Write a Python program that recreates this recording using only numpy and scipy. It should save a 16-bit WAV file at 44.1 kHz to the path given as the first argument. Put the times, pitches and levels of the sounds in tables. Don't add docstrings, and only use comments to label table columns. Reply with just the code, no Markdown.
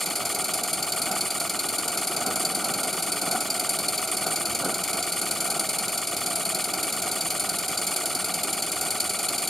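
import sys
import numpy as np
from scipy import signal
from scipy.fft import rfft, irfft, next_fast_len
from scipy.io import wavfile
from scipy.ndimage import uniform_filter1d

SR = 44100
rng = np.random.default_rng(int(sys.argv[2]) if len(sys.argv) > 2 else 0)


def pcm_store(signal):
    levels = np.round(np.clip(np.atleast_2d(signal), -1, 1) * 32767)
    wavfile.write(sys.argv[1], SR, levels.astype(np.int16).T)


N = 418509
TIME_S = np.arange(N) / SR
FILTER_HZ = np.fft.rfftfreq(4096, 1 / SR)


def gain_of(db):
    return 10 ** (np.asarray(db) / 20)


def evened(x):
    return x / np.sqrt(np.mean(x ** 2) + 1e-20)


def read(points, hz):
    point_hz, value = np.transpose(points)
    return np.interp(np.log(hz + 1), np.log(point_hz + 1), value)


def coloured(x, modes, steep, tilt_db=0):
    power = 0
    for centre_hz, width_hz, level_db in modes:
        detuning = 2 * (FILTER_HZ - centre_hz) / width_hz
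        power = power + gain_of(2 * level_db) / (1 + detuning ** 2) ** steep
    cepstrum = irfft(np.log(power * gain_of(2 * tilt_db) + 1e-12) / 2)
    cepstrum[1:2048] *= 2
    cepstrum[2049:] = 0
    taps = irfft(np.exp(rfft(cepstrum)))[:2048]
    return signal.oaconvolve(x, taps[None] / np.linalg.norm(taps), axes=1)[:, :N]


def turbulence(lumpy_db, size):
    smooth = uniform_filter1d(uniform_filter1d(rng.standard_normal(N), size), size)
    return evened(rng.standard_normal((2, N)) * gain_of(lumpy_db * evened(smooth)))


def opening(age, start, rise):
    return np.sin(np.pi / 2 * np.clip((age - start) / rise, 0, 1)) ** 2


# columns turn_number, start_s
CRANK_TURNS = [(0, -.0370), (10, .9205), (20, 1.8780), (30, 2.8320), (40, 3.7869), (50, 4.7395),
               (60, 5.6895), (70, 6.6402), (80, 7.5855), (85, 8.0545), (90, 8.5268), (100, 9.4730)]
TURN_COUNT = 101


def turn_starts():
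    turn, start_s = np.transpose(CRANK_TURNS)
    return np.interp(np.arange(TURN_COUNT), turn, start_s)


# columns time_s, level_db
RUMBLE_LEVEL = [(0, -59), (3.8, -60), (4.2, -54.5), (4.42, -56), (4.5, -47), (4.6, -57), (5.5, -56),
                (6.5, -57), (7.3, -55), (8.0, -57.5), (8.5, -55.5), (9.49, -57.5)]
# columns centre_hz, width_hz, level_db
RUMBLE_MODES = [(71.6, 29, -1), (101.2, 35, 4.5)]


def rumble():
    time_s, level_db = np.transpose(RUMBLE_LEVEL)
    level = gain_of(np.interp(TIME_S, time_s, level_db))
    return coloured(level * rng.standard_normal((2, N)), RUMBLE_MODES, 3.2)


# columns time_s, level_db
FLAME_LEVEL = [(0, -34), (1.2, -34.5), (1.8, -34), (2.6, -32.5), (3.6, -34), (4.4, -34), (5.4, -34.5),
               (6.2, -35), (6.9, -34), (7.8, -35), (8.3, -34), (9.05, -36), (9.49, -34.5)]
# columns peak_s, rise_db, half_length_s
FLAME_FLARES = [(1.109, 5, 0.069), (2.286, 4, .12), (2.64, 2, 0.15), (2.947, 0.5, .1), (3.32, 4.5, .12),
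                (3.82, 1, .1), (4.28, 3, 0.095), (4.658, 5.5, 0.084), (4.967, 2, 0.083), (5.58, 3, .12),
                (5.819, 1.5, .1), (8.099, 1.5, .15), (8.831, 2.5, .09)]
# columns centre_hz, width_hz, level_db
FLUE_MODES = [(189, 81, -3.5), (354, 232, -1), (714.3, 196, 5.5), (1377, 266, 2)]
# columns frequency_hz, level_db
FLAME_COLOUR = [(20, -34), (60, -17.5), (130, -2.5), (200, -1.5), (1500, -5.5), (1750, -17.5),
                (4000, -40.5)]


def burner():
    time_s, level_db = np.transpose(FLAME_LEVEL)
    roar_db = np.interp(TIME_S, time_s, level_db)
    for peak_s, rise_db, half_s in FLAME_FLARES:
        roar_db += rise_db * np.clip(1 - abs(TIME_S - peak_s) / half_s, 0, 1)
    angle = 2 * np.pi * np.interp(TIME_S, turn_starts(), np.arange(TURN_COUNT))
    draught_db = 0.36 * np.cos(2 * angle - 1.3) + 0.42 * np.cos(angle - 2.2)
    flame = gain_of(roar_db + draught_db) * turbulence(1.54, size=250)
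    roar = coloured(flame, FLUE_MODES, 1.795, read(FLAME_COLOUR, FILTER_HZ))
    deep = signal.lfilter(*signal.butter(2, [140, 300], "band", fs=SR), roar)
    return roar + 0.047 * (roar_db - np.median(level_db)) * deep


# columns share_of_turn, pitch_hz, peak_db, drift_db_per_s, rise_s, t60_s
GEAR_TAPS = [(0.139, 1165, -37.5, -0.5, 0.004, 0.024), (.14, 1840, -48, 0, 0.0026, 0.026),
             (.15, 2227, -32.5, 0, 0.0022, 0.017), (.155, 2960, -37, 0.5, 0.0013, .009),
             (.475, 2152, -33.5, 0, 0.0048, .013), (.475, 2960, -37, -0.5, 0.0032, 0.0084),
             (0.509, 5080, -35, 0, 0.0034, 0.011), (.515, 4200, -49, -2, 0.0022, .01),
             (.515, 3200, -44, -2, .002, .008), (.515, 1890, -35, 0, 0.0041, 0.01),
             (.52, 1380, -41, -0.5, 0.0024, 0.013), (0.531, 2916, -33, 0, 0.0022, 0.014),
             (.52, 1186, -27.5, -0.17, 0.003, 0.022), (.585, 3370, -31, 0.25, 0.0032, 0.017),
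             (.595, 2890, -33.5, 0, 0.0011, 0.019), (.6, 1884, -38.5, 0, 0.0019, 0.01),
             (.61, 5150, -41, 0.5, 0.0043, 0.017), (.63, 2325, -33.5, 0.5, 0.003, 0.013),
             (.65, 4050, -42, 0.5, .004, .012), (0.671, 1190, -37.5, -0.5, 0.0034, 0.024),
             (.78, 2880, -40.5, 0, 0.0021, 0.029), (.83, 3925, -35.5, 0.7, 0.0029, 0.018)]


def valve_gear():
    opens, out = turn_starts(), np.zeros(N + SR)
    t = np.arange(2000) / SR
    for share, pitch_hz, peak_db, drift_db, rise_s, t60_s in GEAR_TAPS:
        chance = rng.standard_normal((TURN_COUNT - 1, 3))
        blow_s = opens[:-1] + share * np.diff(opens) + .0004 * chance[:, 0]
        shape = opening(t, 0, rise_s) * gain_of(-60 * np.maximum(t - rise_s, 0) / t60_s)
        for start_s, (_, force, bend) in zip(blow_s, chance):
            if start_s > 0:
                level_db = peak_db + drift_db * (start_s - N / SR / 2) + 0.62 * force
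                ring = np.sin(2 * np.pi * pitch_hz * (1 + 0.011 * bend) * t)
                out[round(start_s * SR):][:len(t)] += gain_of(level_db) * shape * ring
    taps = out[:N]
    return np.array([taps, 0.17 * np.roll(taps, 40)])


# columns centre_hz, width_hz, front_puff_db, front_hiss_db, back_stroke_db
CHIMNEY_MODES = [(2310, 313, -9.5, 0.5, 2.5), (3040, 245, -14, -9, -9), (3450, 460, -9.5, -9, -5.5),
                 (4500, 365, 2.5, 2.5, 5), (5040, 650, -3.5, -7.5, -7), (6346, 590, -8, -5, -3.5),
                 (7124, 295, 5, 1, 5.5), (7470, 340, 0.5, -11, 1), (8725, 400, 4.5, 3.5, 9.5),
                 (9570, 330, 3, -4.5, 5.5), (9960, 310, 1.5, 4.5, 3), (10300, 500, 1.5, -3, 1.5),
                 (11410, 310, 0, -3, 1), (11940, 650, -0.5, -10, -2.5), (13200, 350, -11, -9.5, -6),
                 (13700, 400, -16, -12, -12), (14300, 300, -19, -16, -15), (15100, 600, -21, -15.5, -13)]
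# columns start_s, level_db
WATER_SPITS = [(1.985, -25), (2.3027, -27), (4.674, -28), (5.891, -25), (6.880, -26), (7.517, -31),
               (7.7147, -17), (7.794, -26)]


def spits():
    flow = np.zeros(N)
    for start_s, level_db in WATER_SPITS:
        fall_db = 5100 * np.clip(TIME_S - start_s, 0, 1)
        flow += gain_of(level_db - fall_db) * opening(TIME_S, start_s, .001)
    centre_hz, width_hz, *colours = np.transpose(CHIMNEY_MODES)
    return coloured(flow * rng.standard_normal((2, N)), zip(centre_hz, width_hz, colours[-1]), 1.4)


def crank():
    jitter_s = .0007 * rng.standard_normal(TURN_COUNT)
    begins = turn_starts() + jitter_s - .002
    turn = np.clip(np.searchsorted(begins, TIME_S, "right") - 1, 0, None)
    return turn, TIME_S - begins[turn]


# columns start_s, whistle_db, pitch_hz
SINGING_STROKES = [(.058, -25, 4530), (.73, -20, 4470), (.824, -22, 4550), (.92, -19, 4590),
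                   (1.015, -19, 4470), (1.208, -18, 4460), (1.591, -21, 4420), (1.783, -20.5, 4540),
                   (2.07, -24, 4660), (2.164, -23, 4650), (2.26, -24, 4505), (2.451, -19, 4585),
                   (2.64, -24, 4370), (2.832, -24, 4490), (3.119, -22.5, 4580), (3.214, -22.5, 4530),
                   (3.309, -21, 4520), (3.501, -20, 4720), (3.787, -23, 4460), (3.882, -21, 4480),
                   (3.978, -19, 4470), (4.359, -21.5, 4540), (4.454, -22, 4470), (4.644, -23, 4420),
                   (4.74, -24, 4480), (5.119, -23, 4540), (5.498, -20, 4460), (5.594, -23, 4610),
                   (5.69, -21.5, 4410), (5.784, -23, 4440), (6.259, -24, 4570), (6.451, -23.5, 4370),
                   (6.546, -21, 4440), (7.207, -22, 4580), (7.774, -18, 4640), (7.868, -21, 4480),
                   (8.148, -24, 4500), (9.0, -21, 4480), (9.283, -22, 4330)]
# columns start_s, puff_db
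SHARP_BACK_STROKES = [(.004, -26), (.483, -24), (.58, -24), (1.057, -26), (1.919, -28), (2.301, -27),
                      (3.542, -24), (3.732, -24), (4.115, -23), (4.59, -26), (5.731, -25), (5.922, -26),
                      (6.017, -26), (6.492, -22), (7.627, -25), (7.815, -23), (8.284, -28), (8.946, -27),
                      (9.232, -24), (9.419, -23)]


def strokes():
    mean, spread = np.transpose([
        (-20.5, 0.78),
        (-26.5, 2.3),
        (-30.5, 1.2),
        (-29, 1.3),
        (-29.5, 0.61),
        (4525, 100),
    ])
    rows = mean + spread * np.clip(rng.standard_normal((TURN_COUNT, 6)), -2, 2)
    opens = turn_starts()
    for start_s, whistle_db, pitch_hz in SINGING_STROKES:
        rows[abs(opens - start_s).argmin(), [1, 5]] = whistle_db, pitch_hz
    for start_s, puff_db in SHARP_BACK_STROKES:
        rows[np.searchsorted(opens, start_s) - 1, 3] = puff_db
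    return rows


def whistle(level, pitch_hz, age):
    jet = level * opening(age, 0, 0.0087) * gain_of(2.5 - 1140 * age)
    swing = np.exp(2j * np.pi * np.cumsum(pitch_hz) / SR)
    noise = rng.standard_normal((2, N)) + 1j * rng.standard_normal((2, N))
    waver = signal.lfilter(*signal.butter(2, 150, fs=SR), noise)
    waver /= abs(waver) ** 0.6
    return jet * evened((waver * swing).real)


# columns frequency_hz, level_db
NOZZLE_COLOUR = [(1500, -9.5), (1900, -1), (2150, 0.5), (16000, -1)]


def exhaust():
    turn, age = crank()
    *stroke_db, pitch_hz = strokes()[turn].T
    puff, whistle_level, hiss, back_puff, back_hiss = gain_of(stroke_db)
    back_s = (0.0409 + 0.00057 * rng.standard_normal(TURN_COUNT))[turn]
    back_age = age - back_s

    front_burst = puff * opening(age, 0, 0.0061) * gain_of(3 - 1036 * age)
    front = hiss * opening(age, 0, 0.0063) * gain_of(-2.5 - 122 * age)
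    front *= 1 - 0.74 * opening(age, 0.033, 0.0057)
    front *= 1 - opening(age, back_s, 0.0065)
    leak = gain_of(-39.5)

    back = np.hypot(back_puff * gain_of(-900 * np.maximum(back_age, 0)), back_hiss * gain_of(-25 * back_age))
    back *= opening(age, back_s - .001, 0.0051) * (1 - opening(age, 0.0779, 0.011))
    back *= 1 - 0.19 * opening(age, 0.052, .005) + 0.29 * opening(age, 0.059, .002)

    centre_hz, width_hz, *colours = np.transpose(CHIMNEY_MODES)
    tilt_db = read(NOZZLE_COLOUR, FILTER_HZ)
    steam = np.zeros((2, N))
    for flow, mode_db in zip((front_burst, front + leak, back), colours):
        modes = zip(centre_hz, width_hz, mode_db)
        steam += coloured(flow * turbulence(0.92, size=40), modes, 1.336, tilt_db)

    top = signal.lfilter(*signal.butter(1, [8200, 10600], "band", fs=SR), steam)
    wetness = rng.standard_normal((TURN_COUNT, 2))[turn, 1 * (age > back_s)]
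    steam += 0.18 * uniform_filter1d(wetness, size=200) * top
    return steam + whistle(whistle_level, pitch_hz, age)


def yard(x):
    t = np.arange(4000) / SR
    tail = rng.standard_normal((2, len(t))) * gain_of(-60 * t / 0.088) * (t > .002)
    return x + gain_of(-14) * signal.oaconvolve(x, tail / np.linalg.norm(tail[0]), axes=1)[:, :N]


def scene():
    return rumble() + burner() + valve_gear() + yard(spits() + exhaust())


# columns frequency_hz, correlation
PORT_LIKENESS = [(60, 0.94), (130, 1), (900, 0.93), (3000, 0.98), (6000, 0.85), (6700, 0.75), (7100, 1),
                 (8100, 0.73), (8600, 1), (9100, 0.55), (9600, 0.93), (11100, 0.79), (11900, 0.92),
                 (14500, 0.46), (15300, .75)]
# columns frequency_hz, left_minus_right_db
PORT_BALANCE = [(60, -1.5), (400, -1.3), (800, 0.5), (1150, -5.5), (1400, 2), (1900, -2.5), (2500, 3.5),
                (2800, -0.5), (4300, 1.5), (5500, -.7), (6800, 1), (7300, -2.5), (8100, 5), (8700, -2.5),
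                (9800, 1.5), (10700, 10), (11300, -2), (12000, 2.5), (13400, -4), (14200, -2), (15800, 1.5)]
# columns frequency_hz, left_lead_rad
PORT_LEAD = [(0, 0.3), (1460, -0.094), (2500, 0.73), (2760, -0.31), (3880, 0.0), (4740, 0.55),
             (5600, -0.13), (6460, 0.86), (6720, 0.1), (8010, 0.017), (8870, 0.46), (12800, 0.04),
             (14400, -0.3), (16000, 0.1)]


def record(dry):
    size = next_fast_len(N + 8192)
    hz = np.fft.rfftfreq(size, 1 / SR)
    shared, apart = rfft(dry, size)
    angle = np.arccos(np.clip(read(PORT_LIKENESS, hz), 0, 1)) / 2
    port = gain_of(read(PORT_BALANCE, hz) / 2) * np.exp(.5j * read(PORT_LEAD, hz))
    left = (np.cos(angle) * shared + np.sin(angle) * apart) * port
    right = (np.cos(angle) * shared - np.sin(angle) * apart) / port
    pair = irfft(np.array([left, right]), size)[:, :N]
    low_pass = signal.firwin(511, 15780, window=("kaiser", 9), fs=SR)
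    return signal.oaconvolve(pair, low_pass[None], "same")


dry = scene()
out = record(dry)
pcm_store(out)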